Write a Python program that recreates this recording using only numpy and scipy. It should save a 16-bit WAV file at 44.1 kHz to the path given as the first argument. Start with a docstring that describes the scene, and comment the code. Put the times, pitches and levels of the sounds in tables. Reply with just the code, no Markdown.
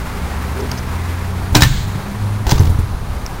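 """At a skatepark, outdoor air hisses and two engines hum far away. A stunt bike rolls up a ramp, its
chain ticking, lands on top with two hard metal knocks, stalls, then drops back in with a clatter.
The hollow deck booms under each blow, and the trees send back a soft hiss.
The landing is so loud that it overloads the microphone."""
import sys
import numpy as np
from scipy import signal
from scipy.fft import rfft, irfft
from scipy.io import wavfile

SR = 44100
rng = np.random.default_rng(int(sys.argv[2]) if len(sys.argv) > 2 else 0)


def transcribe(u):
    """Save the signal u as a 16-bit wav file named by the first command-line argument.

    u: samples, shape (n,) or (channels, n), limited to [-1, 1]; the rate is SR.
    q: integer samples, one column per channel.
    """
    v = np.clip(np.atleast_2d(u).T, -1, 1)
    q = np.round(v * 32767).astype(np.int16)
    wavfile.write(sys.argv[1], SR, q)


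N = 149940
T = np.arange(N) / SR

# the colour of each noise (how strong its lows and highs are): pitch_hz, relative_db
AIR_COLOUR = [(20, 12), (55, 13.5), (110, 6.5), (200, 6), (320, -1.5), (550, -3), (780, 0), (1000, -0.5),
              (1500, -7), (2100, -15), (2900, -17), (4200, -16.5), (5500, -21), (6500, -21), (8300, -26),
              (9800, -18), (10700, -34.5), (11400, -38), (12300, -18.5), (14000, -36), (15800, -29)]
TYRE_COLOUR = [(100, 1.5), (400, 1.5), (650, -5.5), (1000, 2), (2200, -3), (3000, -11), (6000, -16.5),
               (12000, -20.5), (16000, -21.5)]
BOOM_COLOUR = [(20, -2.5), (60, 4.5), (140, -3), (200, -9.5), (400, -18.5), (2000, -42)]
CHAIN_COLOUR = [(900, -17), (2700, -7), (4300, -19), (4700, -1.5), (6300, -2.5), (6800, -16.5),
                (11000, -24), (15500, -16.5)]
KNOCK_COLOUR = [(300, -1), (1000, 1), (2200, -6), (3700, 0.5), (5600, -2), (7300, -5.5), (9000, -14),
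                (12000, -22), (15300, -7)]
CRACK_COLOUR = [(100, 9), (400, -6), (1000, 8), (1800, -5.5), (2200, -16), (3000, -4), (3850, 8.5),
                (4400, -5.5), (5150, 1), (6000, -0.5), (6600, -7.5), (7200, 2), (9000, -36), (11000, -37),
                (13000, -24), (15300, -26)]
RATTLE_COLOUR = [(100, -4), (300, -10), (550, -14), (1000, 0.5), (1800, -1.5), (2200, -4), (3800, -6.5),
                 (5500, -16), (7300, -14), (9000, -12), (11000, -31), (13000, -12.5), (15300, -23)]
ECHO_COLOUR = [(1000, -26), (1600, 5.5), (2600, -1.5), (3900, 6.5), (5500, -4.5), (7200, 0), (9000, -11),
               (11000, -26), (13000, -13), (15000, -8)]
# the engine that speeds up: time_s, pitch_hz, base_tone_db, octave_db
REVVING_ENGINE = [(0, 70.2, -44, -48), (.25, 73.04, -22.5, -43), (.7, 79.4, -25, -53),
                  (.82, 79, -29.5, -53), (.95, 84.1, -20.5, -59), (1.38, 90.8, -22, -35.5),
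                  (1.65, 94.1, -28, -37), (1.98, 99.56, -24.5, -36), (2.12, 101.6, -38.5, -28),
                  (2.22, 101.6, -17.5, -34), (2.42, 103.8, -20, -33.5), (2.8, 105.2, -30, -40.5),
                  (3.4, 104, -33.5, -47)]
# the steadier engine: time_s, pitch_hz, level_db
DRONING_ENGINE = [(0, 59.04, -28.5), (1.2, 63.13, -28), (2.2, 61.84, -35.5), (3.4, 60.7, -40)]
# its tones at 1, 2, 3 and 4 times that pitch: relative_db
DRONE_TONES = [-2, -4, -7.5, -11.5]
# how loud the rolling tyres, their hum and the deck's rumble are: time_s, level_db
ROLL_LEVELS = [(0, -29.5), (.3, -32), (.6, -31), (.82, -32), (1.05, -31), (1.45, -34), (1.9, -33),
               (2.42, -37), (2.55, -30), (2.75, -35.5), (3.0, -41), (3.4, -36.5)]
HUM_LEVELS = [(0, -41), (.53, -40.5), (.6, -26.5), (.64, -26), (.7, -45.5), (2.45, -45), (2.49, -28.5),
              (2.55, -32.5), (2.75, -49)]
RUMBLE_LEVELS = [(0, -29), (1.48, -43), (1.66, -12), (1.88, -21.5), (2.1, -28), (2.44, -29), (2.65, -12),
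                 (2.85, -20), (3.1, -22.5), (3.4, -27.5)]
# the tyres drop back onto the ramp: start_s, level_db
BOUNCES = [(2.518, -16), (2.604, -15)]
# blows on the deck: start_s, level_db, pitch_factor, fade_factor
DECK_BLOWS = [(1.523, -12, 0.61, 1), (1.556, -2.5, .93, 1), (1.623, 1, 0.95, 0.9),
              (1.653, -15.5, 1.17, 0.65), (1.808, -21, 0.98, .6), (1.872, -16.5, 1.05, 0.55),
              (1.953, -19.5, 1.0883, 0.58), (2.467, -10.5, 0.54, 0.62), (2.522, -4.5, 0.93, 0.78),
              (2.551, -9, .584, 0.9), (2.598, -4, .75, 0.69), (2.620, -9, 1.038, 0.42),
              (2.643, -10.5, 0.55, 0.62), (2.666, -11.5, 0.66, 0.84), (2.692, -9.5, 0.67, 0.97),
              (2.788, -10.5, 0.67, 0.55)]
# ticks of the chain: start_s, level_db, contact_s
CHAIN_TICKS = [(0.601, -36.5, 0.01172), (0.715, -20.5, 0.003), (.774, -34.5, 0.018), (2.102, -40, 0.002753),
               (2.504, -21, 0.001938), (2.511, -14.5, 0.0043), (2.584, -26, .002), (2.594, -23, .002),
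               (3.263, -22, 0.0012)]
# light knocks of tyres and frame: start_s, level_db, contact_s, tilt_db_per_octave
LIGHT_KNOCKS = [(.719, -20.5, 0.0024, -3.5), (1.5471, -12, .0036, -1.5), (1.561, -12.5, 0.0033, -1.5),
                (1.565, -9.5, 0.006574, 1), (1.606, -13.5, 0.011, -0.5), (1.629, -8.5, 0.0098, .5),
                (2.467, -16.5, 0.0014, -1.5), (2.480, -31.5, .008, 4), (2.492, -20.5, 0.00684, -0.5),
                (2.505, -21, 0.014, 1), (2.518, -11, 0.0027, -1.5), (2.557, -33, .008, -2),
                (2.579, -23.5, .004, -1.5), (2.598, -23.5, 0.0032, -2), (2.607, -18, 0.00568, -4),
                (2.630, -30, 0.0061, -1.5), (2.652, -28.5, .006, -1), (2.668, -24.5, .008, -3.5)]
# ringing tones of tyre, deck (each blow scales them) and frame: pitch_hz, relative_db, fade_s
TYRE_TONES = [(332, -3, 0.22), (405, -3.5, 0.17)]
DECK_TONES = [(39, -9, 0.3), (94.4, 3, 0.14), (128.4, 3, .25), (151.2, -13, 0.56)]
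FRAME_TONES = [(872, -4, 0.056), (951, -4, 0.048), (1524, -11, 0.067), (1780, -15, 0.06)]
# the two ends of the bike land: start_s, crack_db, contact_s, ring_db, rattle_db
LANDING_HITS = [(1.5505, 1, 0.0035, -9, -6.5), (1.620, 6.5, 0.0024, -2.5, -5)]
# the metal tones of each end, in three rows: pitch_hz, relative_db, fade_s
FIRST_END_TONES = [
    [232, 302, 390, 560, 690, 749, 1028, 1554, 1660, 2339, 2488, 3930, 5215, 5810, 7122],
    [2, 5.2, 4, -10, -3, -0.5, -7, -6.5, -4, -9, -4, 2.17, 1, -1.5, -8],
    [0.20186, 0.29, 0.08, 0.29, 0.12, 0.19, 0.17, 0.38, 0.14, 0.19, 0.18, 0.08, 0.08, 0.0941, 0.19],
]
SECOND_END_TONES = [
    [959, 1410, 1773, 1830, 3015, 3548, 3711, 3868, 4037, 5109, 5916],
    [-16, 2, 1.7, -6, -14, -13.5, -28, -3.5, -22, -9, -13.5],
    [0.03, 0.04, 0.096, 0.13, 0.21, 0.05, 0.25, 0.09, 0.01, 0.1, 0.153],
]


def amp(db):
    """Turns decibels into a number to multiply by."""
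    return 10 ** (np.asarray(db) / 20)


def unit(x):
    """Scales a signal to an average strength (rms) of 1."""
    return x / np.sqrt(np.mean(x ** 2) + 1e-20)


def curve(rows, column=1):
    """Joins the points of a time table with straight lines."""
    rows = np.array(rows)
    return np.interp(T, rows[:, 0], rows[:, column])


def add(mix, start_s, sound):
    """Mixes a sound in at its start time."""
    part = mix[round(start_s * SR):][:len(sound)]
    part += sound[:len(part)]


def noise(colour, size=N, tilt_db=0):
    """Noise of a given colour; the tilt adds that many dB per octave."""
    octave = np.log2(np.fft.rfftfreq(size, 1 / SR) + 1)
    hz, db = np.transpose(colour)
    gain = amp(np.interp(octave, np.log2(hz), db) + tilt_db * octave)
    return unit(irfft(rfft(rng.standard_normal(size)) * gain, size))


def wander(rate_hz):
    """A smooth random wobble; a higher rate makes it quicker."""
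    keep_slow = np.exp(-(np.fft.rfftfreq(N, 1 / SR) / rate_hz) ** 2)
    return unit(irfft(rfft(rng.standard_normal(N)) * keep_slow, N))


def dying(t, fade_s):
    """A fade that is 60 dB down after fade_s."""
    return amp(-60 * t / fade_s)


def contact(t, contact_s, rise_s=0.0022, fall_s=0.0014):
    """Rises fast, holds while the parts touch, then falls fast."""
    return np.minimum(t / rise_s, 1) * np.exp(-np.maximum(t - contact_s, 0) / fall_s)


def ring(t, tones, pitch=1):
    """A struck object rings with several tones that die away."""
    return sum(amp(db) * dying(t, fade_s) * np.sin(2 * np.pi * hz * pitch * t) for hz, db, fade_s in tones)


def air():
    """Outdoor air rushes and hisses, wavering a little."""
    return amp(-28 + 0.5 * wander(7.2)) * noise(AIR_COLOUR)


def engines():
    """Two engines, so far off that only their low tones carry."""
    phase = 2 * np.pi * np.cumsum(curve(REVVING_ENGINE) + 0.27 * wander(11)) / SR
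    revving = amp(curve(REVVING_ENGINE, column=2)) * np.sin(phase)
    revving += amp(curve(REVVING_ENGINE, column=3)) * np.sin(2 * phase)
    phase = 2 * np.pi * np.cumsum(curve(DRONING_ENGINE) + 0.14 * wander(6.6)) / SR
    tones = sum(amp(db + 1.46 * wander(2.8)) * np.sin(k * phase) for k, db in enumerate(DRONE_TONES, 1))
    droning = amp(curve(DRONING_ENGINE, column=2)) * tones
    flutter = amp(0.5 * wander(26))
    return np.sqrt(2) * (revving + droning) * flutter


def tyres():
    """Tyres roll with a gritty noise, hum on the ramp and ring as they drop onto it."""
    hum_hz, width_hz = 391, 48
    hum = signal.lfilter(*signal.iirpeak(hum_hz, hum_hz / width_hz, SR), rng.standard_normal(N))
    grit = amp(curve(ROLL_LEVELS) + 1.37 * wander(42)) * noise(TYRE_COLOUR)
    out = amp(curve(HUM_LEVELS)) * unit(hum) + grit
    for start_s, db in BOUNCES:
        add(out, start_s, amp(db) * ring(T[:SR // 4], TYRE_TONES))
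    return out


def deck():
    """The hollow deck rumbles under the bike and booms at each blow; the bike on it damps the boom."""
    out, t = np.zeros(N), T[:SR]
    rise = 1 - np.exp(-t / 0.0017)
    for start_s, db, pitch, fade_factor in DECK_BLOWS:
        boom = amp(-1.5) * dying(t, fade_s=0.2 * fade_factor) * noise(BOOM_COLOUR, SR)
        tones = [(hz, tone_db, fade_s * fade_factor) for hz, tone_db, fade_s in DECK_TONES]
        add(out, start_s, amp(db) * rise * (ring(t, tones, pitch) + boom))
    rumble = signal.sosfilt(signal.butter(2, 170, fs=SR, output="sos"), noise(BOOM_COLOUR))
    return out + amp(curve(RUMBLE_LEVELS)) * unit(rumble)


def chain():
    """The chain ticks: tiny bright bursts of noise, each with a faint tail."""
    out, t = np.zeros(N), T[:SR // 4]
    tail = amp(-30) * dying(t, fade_s=0.059)
    for start_s, db, contact_s in CHAIN_TICKS:
        shape = contact(t, contact_s, rise_s=0.00014, fall_s=0.0013) + tail
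        add(out, start_s, amp(db) * shape * noise(CHAIN_COLOUR, len(t)))
    return out


def knocks():
    """Light knocks of tyres and frame make the frame ring dully."""
    out, t = np.zeros(N), T[:SR // 4]
    tail = amp(-9.5) * dying(t, fade_s=0.27)
    for start_s, db, contact_s, tilt_db in LIGHT_KNOCKS:
        burst = (contact(t, contact_s) + tail) * noise(KNOCK_COLOUR, len(t), tilt_db)
        add(out, start_s, amp(db) * (burst + ring(t, FRAME_TONES)))
    return out


def landing():
    """Each end of the bike cracks, rings and rattles; the park echoes, the trees a little later."""
    out, t = np.zeros(N), T[:SR]
    rise = np.minimum(t / 0.0014, 1)
    park = amp(-24) * dying(t, fade_s=1.0)
    delay_s, spread_s = 0.16, 0.053
    trees = amp(-33.5) * np.exp(-((t - delay_s) / spread_s) ** 2)
    for hit, tones in zip(LANDING_HITS, (FIRST_END_TONES, SECOND_END_TONES)):
        start_s, crack_db, contact_s, ring_db, rattle_db = hit
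        crack = amp(crack_db) * contact(t, contact_s) * noise(CRACK_COLOUR, SR)
        rattle = amp(rattle_db) * dying(t, fade_s=0.18) * noise(RATTLE_COLOUR, SR)
        metal = amp(ring_db) * ring(t, zip(*tones))
        echo = (park + trees) * noise(ECHO_COLOUR, SR)
        add(out, start_s, rise * (crack + rattle + metal + echo))
    return out


def scene():
    """Surroundings, ramp and bike together in one channel."""
    return (air() + engines() + tyres() + deck() + chain() + knocks() + landing())[None]


def gain_control(sound):
    """The camera turns itself down after sharp blows, then comes back up."""
    threshold_db, cut_share, recovery_db_per_s, smooth_s = -18.5, 0.31, 42, 0.02
    sensed = signal.sosfilt(signal.butter(2, 164, "high", fs=SR, output="sos"), sound[0])
    power = signal.lfilter([1], [1, -np.exp(-1 / (smooth_s * SR))], sensed ** 2) / (smooth_s * SR)
    fall_db = T * recovery_db_per_s
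    held_db = np.maximum.accumulate(10 * np.log10(power + 1e-12) + fall_db) - fall_db  # peaks sink slowly
    return sound * amp(-cut_share * np.maximum(held_db - threshold_db, 0))


def record(dry):
    """The level dips after blows, peaks clip, a faint sizzle joins in and the highest treble is cut."""
    clipped = np.clip(gain_control(dry), -1, 1)
    bass = signal.sosfilt(signal.butter(2, [85, 390], "band", fs=SR, output="sos"), clipped)
    # the camera's coarse sampling mirrors a trace of the bass around a quarter of the sample rate
    sizzle = amp(-38.5) * bass * np.sqrt(2) * np.cos(np.pi * np.arange(N) / 2)
    treble_cut = signal.firwin(511, 15850, window=("kaiser", 8), fs=SR)
    return signal.oaconvolve(clipped + sizzle, treble_cut[None], "same")


dry = scene()
out = record(dry)
transcribe(out)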